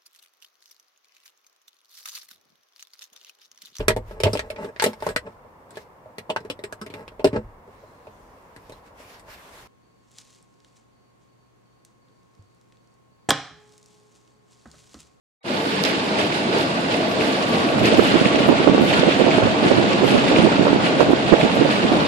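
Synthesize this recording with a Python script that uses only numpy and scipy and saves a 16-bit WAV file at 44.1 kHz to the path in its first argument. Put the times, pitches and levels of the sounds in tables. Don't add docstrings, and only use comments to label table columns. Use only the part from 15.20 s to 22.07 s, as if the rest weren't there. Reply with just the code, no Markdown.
import sys
import numpy as np
from scipy import signal
from scipy.io import wavfile
from scipy.ndimage import uniform_filter1d

SR = 44100
rng = np.random.default_rng(int(sys.argv[2]) if len(sys.argv) > 2 else 0)


def boost(x):
    u = np.asarray(x, float) / 20
    return 10 ** u


def pcm_store(signal):
    levels = np.round(np.clip(np.atleast_2d(signal), -1, 1) * 32767)
    wavfile.write(sys.argv[1], SR, levels.astype(np.int16).T)


N = 302967
CALM_DB = -24.0

# time_s, level_db
GALE = [(0.25, -24.5), (0.7, -24), (1.6, -23), (2.2, -22.5), (2.7, -20.5), (3.6, -20), (4.3, -20.5),
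        (5.1, -21), (5.7, -20), (6.0, -20.5), (6.4, -19.5), (6.87, -21)]
# peak_s, rain_swell_db, boom_swell_db, thinning_s
GUSTS = [(0.34, 1.5, 1.5, 0.47), (0.5, 2, 0.5, 0.16), (0.66, 5.5, 2.5, 0.093), (0.994, 8, 4.5, 0.058),
         (1.13, 3, 0, 0.15), (1.35, 4, 6.5, 0.11), (1.72, 6, 3, 0.052), (2.011, 5, 4.5, 0.27),
         (2.34, 3.5, 4.5, 0.081), (2.49, 0, 0, 0.052), (2.65, 6.5, 2, 0.2), (2.85, 4, 1.5, 0.33),
         (3.05, 1.5, 1.5, 0.17), (3.22, 1, 1.5, 0.047), (3.38, 2, 1, 0.088), (3.62, 1.5, -1.5, 0.3),
         (3.691, 5.5, -2.5, 0.094), (3.74, 2.5, 1.5, 0.094), (3.785, 1, 3, 0.041), (3.9, 3.5, -0.5, 0.27),
         (4.13, 2.5, 3, 0.2), (4.45, 4, 3, 0.33), (4.722, 2.5, 2.5, 0.028), (4.88, 4.5, -1, 0.28),
         (5.08, 4, -1, 0.053), (5.17, 3.5, 5, 0.17), (5.648, 4, 2, 0.094), (5.81, 5.5, 0, 0.016),
         (6.081, 3.5, -1.5, 0.069), (6.2, 3, 1.5, 0.56), (6.51, 3, 0, 0.075), (6.74, 2, 5.5, 0.1)]
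# freq_hz, level_db (per Hz)
BOOM_COLOUR = [(15, -77), (25, -64), (54, -25), (135, -6.5), (211, 0.5), (358, -4), (389, -4.5), (437, -3),
               (559, -4), (628, -7), (1300, -13.5), (1690, -66), (2860, -120)]
# pitch_hz, width_hz, level_db (over the broad boom)
CABIN_RESONANCES = [(297, 31, -1), (345, 32, -5.5), (453, 48, -7.5), (632, 22, 2.5), (689, 36, -5),
                    (857, 170, -6.5), (1143, 29, 0), (1460, 78, 1.5)]
# freq_hz, level_db (per Hz)
PATTER_COLOUR = [(590, -12.5), (1000, -6.5), (1160, -5), (1270, -7), (1460, 17.5), (1810, -5), (2390, 6.5),
                 (2790, 1), (4300, -2.5), (5500, -14.5), (7150, -74), (12100, -120)]
# freq_hz, level_db (per Hz)
SPRAY_COLOUR = [(4500, 16), (5500, 4), (7000, 11.5), (9000, 4), (11000, 2), (13000, 3), (15500, -18.5)]
# freq_hz, likeness (-1 opposed, 0 unrelated, 1 same)
LIKENESS = [(60, 0.94), (110, 0.93), (200, 0.98), (380, 0.57), (700, 0.67), (1290, -0.71), (2380, 0.16),
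            (4400, -0.056), (8120, 0.036), (15000, 0.031)]
# start_s, peak_db, pitch_hz, port (0 left, 1 right)
GLASS_SNAPS = [
    (.6386, .3, 4200, 1),
    (1.3858, -11, 4500, 1),
    (2.6565, -11, 5500, 0),
]
# start_s, peak_db, pitch_hz, left_minus_right_db, splash_db
BIG_DROPS = [(0.6497, -22, 2550, -5, 23.5), (0.9562, -18, 2320, -3, -2), (0.9867, -21, 2430, 0, 11),
             (1.4097, -19.5, 4440, 1, 12), (1.719, -22, 2950, 1, 5), (1.914, -19, 2400, -2, 8),
             (2.01, -15, 2500, 11, -10), (2.2245, -26.5, 2540, 11, 17), (2.4882, -16, 2580, -5, -14),
             (2.5925, -25, 2200, 3, 17), (2.656, -14, 2550, 1, 12), (2.7043, -25, 2570, 20, 4),
             (2.745, -17.5, 3000, -2, 11.5), (3.0, -14.5, 3000, -2, 6), (3.056, -11, 2310, 0, -4),
             (3.157, -14, 2660, -2, 8), (3.795, -19, 2600, 2, 15), (3.3812, -16, 2420, -4, -10),
             (3.8826, -17, 2780, 1, -10), (3.918, -24, 2440, -3, 7), (4.113, -10, 2420, -2.5, 0),
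             (4.4402, -22, 2510, -22, -8), (4.7311, -14, 2520, 3, 8), (4.878, -17, 2830, 3, 5),
             (4.9052, -17, 2760, 2, 3), (5.162, -8.5, 2520, -6, -21), (5.3668, -17, 2670, -6, -15),
             (6.2133, -10, 2310, -2.0, -23.5), (6.5081, -15, 2720, -5, -11)]
# time_s, level_db
DRAUGHT = [(2.3, -32), (2.6, -10), (3.1, -14.5), (3.5, -12.5), (3.72, -12), (4.05, -19.5), (4.26, -5.5),
           (4.37, -24), (4.46, -9.5), (4.72, -14), (4.95, -9.5), (5.25, -13.5), (5.5, -11.5), (5.7, -16),
           (5.88, -12.5), (6.03, -16.5), (6.25, -14.5), (6.8, -14)]
# freq_hz, level_db (per Hz)
DRAUGHT_COLOUR = [(25, -67), (60, -29), (120, -7), (220, -3.5), (350, -10.5), (600, -9), (900, -48),
                  (1500, -17.5)]
# centre_s, level_db, length_s, pitch_hz
PUFFS = [(2.726, -7, 0.011, 374), (2.797, 3.5, 0.0088, 374), (2.959, 0, 0.009, 327),
         (3.063, -4, 0.011, 318), (3.296, -0.5, 0.019, 286), (3.324, -2, 0.012, 390),
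         (3.478, 0.5, 0.012, 420), (3.835, -4, 0.0098, 426), (3.884, -4.5, 0.028, 404),
         (4.011, -4.5, 0.035, 370), (4.089, -9, 0.024, 455), (4.186, -1, 0.0054, 487),
         (4.517, -4.5, 0.016, 405), (4.585, -9, 0.015, 298), (4.843, -7, 0.033, 370),
         (4.95, -6, 0.029, 326), (5.249, -5.5, 0.038, 280), (5.275, -8, 0.0099, 350),
         (5.416, -7.5, 0.014, 297), (4.071, -6, 0.016, 397), (5.812, 0.5, 0.011, 540),
         (5.801, -7.5, 0.011, 600), (5.897, -4, 0.0094, 300), (6.239, -5, 0.0057, 328),
         (3.296, -6.5, 0.0043, 510), (6.131, 4.5, 0.016, 289), (6.141, 3, 0.0065, 426),
         (6.419, -3.5, 0.018, 380), (6.459, -5, 0.013, 350)]
# swing_back_s, peak_db, pitch_hz
KNOCKS = [(2.6881, -1.2, 270), (2.742, 2, 318), (2.7847, 3, 326), (2.8158, -3, 242), (2.9425, 1, 264),
          (3.0145, 1, 270), (3.1475, -1, 292), (3.1618, -4, 325), (3.2056, -5, 264), (3.335, -6, 320),
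          (3.4043, -2, 267), (3.4448, -1.5, 320), (3.4972, 4, 240), (3.5202, -1, 242), (3.5472, 3, 322),
          (3.5808, 1.5, 427), (3.5972, -2, 294), (3.6118, 0.5, 242), (3.623, 1.5, 288), (3.6368, -1, 270),
          (3.7953, -2.5, 198), (3.8602, -10, 222), (3.967, -9, 200), (4.0428, 1, 290), (4.169, -15, 242),
          (4.2262, -3, 414), (4.2545, -4, 202), (4.2724, 0, 476), (4.429, -3, 267), (4.4607, -1, 390),
          (4.546, -5.4, 356), (4.6147, -4, 320), (4.8624, -6, 243), (4.9221, -2, 294), (4.9818, -2.5, 220),
          (5.1145, -1, 390), (5.131, -2, 382), (5.192, -2.5, 198), (5.2035, 0, 240), (5.2252, -5, 202),
          (5.395, -2, 194), (5.4314, -1, 380), (5.4695, 3, 545), (5.4813, -0.5, 537), (5.5067, 0, 244),
          (5.5307, 4, 297), (5.548, -3, 240), (5.5624, -1, 300), (5.8291, 2.5, 360), (5.8921, -9, 265),
          (5.907, 0, 318), (5.934, 5.5, 312), (6.149, -5, 296), (6.2332, -2.5, 294), (6.2509, -2, 267),
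          (6.3705, -2, 298), (6.3976, -6, 200), (6.6512, 0, 242), (6.7191, 0.5, 286), (6.7475, -5, 392)]
# swing_back_s, peak_db, pitch_hz
MORE_KNOCKS = [(2.826, -4, 380), (2.973, -5, 380), (2.995, -6, 360), (3.191, -7, 325), (3.323, -6, 410),
               (3.487, 0, 420), (3.513, -6, 300), (3.731, -7.5, 540), (4.068, -1, 410), (4.089, -7, 480),
               (4.098, -7, 490), (4.183, 2, 520), (4.436, -11, 320), (4.516, 3, 406), (4.585, 3, 300),
               (4.6, -5, 340), (4.627, -2, 373), (4.643, -7, 375), (4.821, -2, 360), (4.844, 3, 414),
               (4.958, -3, 300), (4.965, -2, 490), (5.119, -5, 403), (5.186, -5, 405), (5.25, -3, 290),
               (5.27, -1, 337), (5.2775, -6, 453), (5.412, -2, 358), (5.455, -3, 370), (5.806, 5, 650),
               (5.821, -4, 560), (5.895, -9, 360), (5.915, -3, 400), (6.094, -2.5, 395), (6.139, 3, 600),
               (6.162, -8, 395), (6.26, -5, 295), (6.457, 1, 380), (6.64, -6, 402), (6.775, -12, 358),
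               (2.585, -2, 600), (3.29, 3, 523), (3.475, 6, 520), (3.544, -13, 600), (6.492, -4, 560),
               (6.705, -10, 560)]
# start_s, length_s, ceiling_lift_hz (dies away after)
OPEN_TREBLE = [(.33, 0, 900), (.38, 0, 1100), (.48, 0, 900), (1.06, 0, 700), (2.0, 0, 900), (2.08, 0, 1200),
               (2.28, 0, 1800), (2.4, 0, 900), (0.635, .05, 0), (1.38, .04, 500), (1.895, .035, 300),
               (2.58, .03, 2), (2.64, .04, 500), (2.775, .065, 2000), (3.265, .035, -2), (3.61, .07, 2000),
               (4.836, .06, 2000), (5.91, .02, 11), (6.345, .024, 0), (6.5, 0, 1198)]


def rms_one(x):
    return x / np.sqrt(np.mean(x ** 2) + 1e-20)


def in_time(rows):
    s, *columns = np.transpose(rows)
    return [np.interp(np.arange(N) / SR, s, c) for c in columns]


def at_hz(points, hz):
    freq_hz, value = np.transpose(points)
    return np.interp(np.log(hz), np.log(freq_hz), value)


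def drift(rate):
    r = np.exp(-80 * np.pi * rate / SR)
    slow = signal.lfilter([1], [1, -2 * r, r * r], rng.standard_normal(N // 40 + 2002))[2000:]
    return np.interp(np.arange(N) / 40, np.arange(len(slow)), rms_one(slow - slow.mean()))


def band(x, low_hz, high_hz):
    return signal.sosfilt(signal.butter(2, [low_hz, high_hz], "band", fs=SR, output="sos"), x)


def white():
    return rng.standard_normal((2, 2, N))


def colour(source, spectrum, shared_db, own_db, rate):
    first, last = spectrum[0][0], spectrum[-1][0]
    edges = np.geomspace(first, last, round(3 * np.log2(last / first)) + 1)
    out, together = 0, drift(rate)
    for k, (low, high) in enumerate(zip(edges, edges[1:])):
        hz = np.sqrt(low * high)
        band_db = at_hz(spectrum, hz)
        if band_db < -62:
            continue
        mid, side = band(source[k % 2], low, high)
        alike = np.clip(at_hz(LIKENESS, hz), -1, 1)
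        gain = boost(band_db + shared_db * together + own_db * drift(rate))
        stereo = np.sqrt(1 + alike) * mid + np.sqrt(1 - alike) * side * [[1], [-1]]
        out = out + gain * stereo
    return rms_one(out)


def gale():
    return in_time(GALE)[0] - CALM_DB


def swells(times, sizes_db, rise_s, fall_s):
    t = np.arange(0, N + 64, 64) / SR
    late = t - np.array(times)[:, None]
    shape = np.exp(np.where(late < 0, late / rise_s, -late / fall_s))
    return np.interp(np.arange(N) / SR, t, np.array(sizes_db) @ shape)


def boom():
    s, _, size_db, _ = np.transpose(GUSTS)
    level_db = CALM_DB + gale() + swells(s, size_db, rise_s=0.04, fall_s=0.1)
    broad = colour(white(), BOOM_COLOUR, shared_db=-0.07, own_db=2.0, rate=26.7)
    ringing = 0
    for hz, width_hz, db in CABIN_RESONANCES:
        gain = boost(db + 3.3 * drift(1.65))
        ringing = ringing + gain * signal.lfilter(*signal.iirpeak(hz, hz / width_hz, SR), broad)
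    return boost(level_db) * rms_one(broad + ringing)


def impacts(per_s, spread_db, wash):
    sizes = boost(spread_db * np.minimum(rng.exponential(1, (2, N)), 5)) * rng.choice([-1, 1], (2, N))
    landed = rng.random((2, N)) < per_s / SR
    return rms_one(sizes * landed) + wash * white()


def rain():
    s, size_db, _, thin_s = np.transpose(GUSTS)
    sheet_db = swells(s, size_db, rise_s=0.015, fall_s=thin_s[:, None])
    wind_db = np.maximum(gale(), 0)
    patter_db = -33 + 0.49 * wind_db + sheet_db
    spray_db = -16 - 0.19 * wind_db - 0.023 * sheet_db
    pan_db = -3.5 + 0.4 * wind_db
    drops = impacts(per_s=1500, spread_db=6.5, wash=4.5)
    patter = boost(3.0) * colour(drops, PATTER_COLOUR, shared_db=1.0, own_db=0.7, rate=53)
    patter = patter + 0.33 * band(patter, 4910, 5480)
    tick = 0.24 * np.clip(1 - wind_db / 3, -.5, 1) * band(patter, 3550, 7300)
    windscreen = 0.024 * sheet_db * band(patter, 2170, 3500)
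    patter = patter + tick + windscreen
    spray = boost(spray_db + 4.5) * colour(drops, SPRAY_COLOUR, shared_db=-0.4, own_db=1.74, rate=58)
    return boost(patter_db) * (patter * boost(np.outer([.5, -.5], pan_db)) + spray)


def glass_snaps():
    out, t = np.zeros((2, N)), np.arange(64) / SR
    for s, peak_db, hz, port in GLASS_SNAPS:
        i = round(s * SR)
        snap = -np.cos(2 * np.pi * hz * t) * np.exp(-(t * hz / 1.5) ** 3)
        out[port, i:i + len(t)] += boost(peak_db) * snap
    return out


def big_drops():
    out, t = np.zeros((2, N)), np.arange(round(.12 * SR)) / SR
    noises = rng.standard_normal((len(BIG_DROPS), 2, len(t)))
    for (s, peak_db, hz, pan_db, splash_db), noise in zip(BIG_DROPS, noises):
        tick = np.sin(2 * np.pi * hz * t) * np.exp(-(t * hz / 2.0 - .8) ** 2)
        splash = rms_one(band(noise, 1940, 4800)) * np.exp(-t / 0.0079)
        drop = boost(-1.0) * tick + boost(splash_db - 18.5) * splash
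        i = round(s * SR)
        out[:, i:i + len(t)] += boost(peak_db + np.array([[.5], [-.5]]) * pan_db) * drop
    return out


def knocks(rows):
    rise, fall = 0.3, 0.95
    snap = .55
    out, t = np.zeros(N + SR), np.arange(-400, 1200) / SR
    for (s, peak_db, hz), u in zip(rows, rng.uniform(-1.1, 1, (len(rows), 2))):
        turns = t * hz * np.where(t > .5 / hz, 1 + .12 * u[0], 1)
        decay = turns / (fall * (1 + 0.22 * u[1]))
        shape = np.exp(-np.where(t < 0, (turns / rise) ** 2, decay))
        phase = 2 * np.pi * turns
        swing = np.sin(phase + snap * np.sin(phase) * (np.abs(turns) < .5))
        i = round((s + t[0]) * SR)
        out[i:i + len(t)] -= boost(peak_db - 1.0) * swing * shape
    return out[:N]


def port_wind():
    level_db, = in_time([(DRAUGHT[0][0] - .4, -50)] + list(DRAUGHT))
    lumps = impacts(per_s=200, spread_db=3.5, wash=0.4)
    near = colour(lumps, DRAUGHT_COLOUR, shared_db=1.5, own_db=1.5, rate=25)[0]
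    far = np.roll(near, N // 2)
    right = boost(level_db - 9.5) * near + knocks(KNOCKS)
    t = np.arange(-round(.06 * SR), round(.06 * SR)) / SR
    for (s, puff_db, length, hz), noise in zip(PUFFS, rng.standard_normal((len(PUFFS), len(t)))):
        swell = np.exp(-np.abs(2 * t / (np.where(t < 0, 1.25, .95) * length)) ** 3)
        eddy = band(band(noise ** 3, 0.58 * hz, 1.287 * hz), 88, 2.47 * hz)
        eddy = eddy / np.sqrt(uniform_filter1d(eddy ** 2, size=420) + 1e-9)
        crest = rms_one(band(band(noise, 600, 1700), 400, 2300))
        crest = crest * np.exp(-((t - 0.18 * length) / 0.0015) ** 2)
        eddy = eddy + boost(-12 + 0.49 * min(puff_db, 0)) * crest
        push = np.sign(noise[0]) * boost(-58 + 2.2 * puff_db)
        gain = boost(puff_db - 3.5 + 0.27 * max(puff_db + 0.5, 0))
        i = round((s + t[0]) * SR)
        right[i:i + len(t)] += (gain * swell * (eddy + push))[:N - i]
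    return np.array([boost(level_db - 14.0) * far, right + knocks(MORE_KNOCKS)])


def scene():
    return boom() + rain() + big_drops() + glass_snaps() + port_wind()


def starve_treble(x, slope_hz, ragged_db, hz_per_db):
    hop, lead = 1024, 1160
    n, k = np.arange(2 * hop)[:, None] + .5, np.arange(hop) + .5
    window = np.sqrt(2 / hop) * np.sin(np.pi * n / (2 * hop))
    basis = window * np.cos(np.pi / hop * (n + hop / 2) * k)
    halves = np.pad(x, ((0, 0), (lead, 2 * hop - (N + lead) % hop))).reshape(2, -1, hop)
    lines = np.concatenate([halves[:, :-1], halves[:, 1:]], axis=2) @ basis
    s = ((np.arange(lines.shape[1]) + 1) * hop - lead) / SR
    hz = k * SR / (2 * hop)
    level_db = 10 * np.log10(np.mean(lines ** 2, axis=2) + 1e-12)
    loud_db = uniform_filter1d(np.maximum(level_db.max(axis=0), -30), size=15)
    ceiling = 10200 - 198 * (loud_db + 25.5)
    for start_s, length_s, lift_hz in OPEN_TREBLE:
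        ceiling = ceiling + lift_hz * np.exp(-np.abs(s - start_s - length_s) / 0.17) * (s > start_s)
    ceiling = ceiling - hz_per_db * uniform_filter1d(level_db - level_db[::-1], size=11)
    usual = uniform_filter1d(uniform_filter1d(lines ** 2, size=9, axis=1), size=33, axis=2)
    usual = np.sqrt(usual)
    luck = np.repeat(rng.standard_normal((2, len(s), hop // 16)), 16, axis=2)
    over_hz = hz - ceiling[..., None]
    bent_hz = over_hz + .5 * np.minimum(over_hz, 0) + .35 * np.maximum(over_hz - 1500, 0)
    ragged = boost(ragged_db * luck * np.clip(1 + over_hz / 1500, .2, 2))
    gate = usual * np.exp(bent_hz / slope_hz) * ragged
    faint = np.mean((lines / (usual + 1e-12)) ** 2, axis=0) < .18 * (hz / 7600) ** 1.8
    wide_open = np.any([(s > t) & (s < t + length) for t, length, _ in OPEN_TREBLE], axis=0)
    kept = (np.abs(lines) > gate) & ~faint | wide_open[:, None]
    frames = (lines * kept) @ basis.T
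    joined = frames[:, 1:, :hop] + frames[:, :-1, hop:]
    return joined.reshape(2, -1)[:, lead - hop:][:, :N]


def top_cut(x):
    return signal.sosfilt(signal.butter(12, 15890, fs=SR, output="sos"), x)


def record(dry):
    start_s, fade_s = 0.239, 0.05
    fade = np.clip((np.arange(N) / SR - start_s) / fade_s, 0, 1) ** 0.8
    x = np.clip(fade * dry, -1.01, 1.01)
    x = signal.sosfilt(signal.cheby2(14, 60, 15300, fs=SR, output="sos"), x)
    x = starve_treble(x, slope_hz=3100, ragged_db=1.0, hz_per_db=126)
    return top_cut(x)


dry = scene()
out = record(dry)
pcm_store(out)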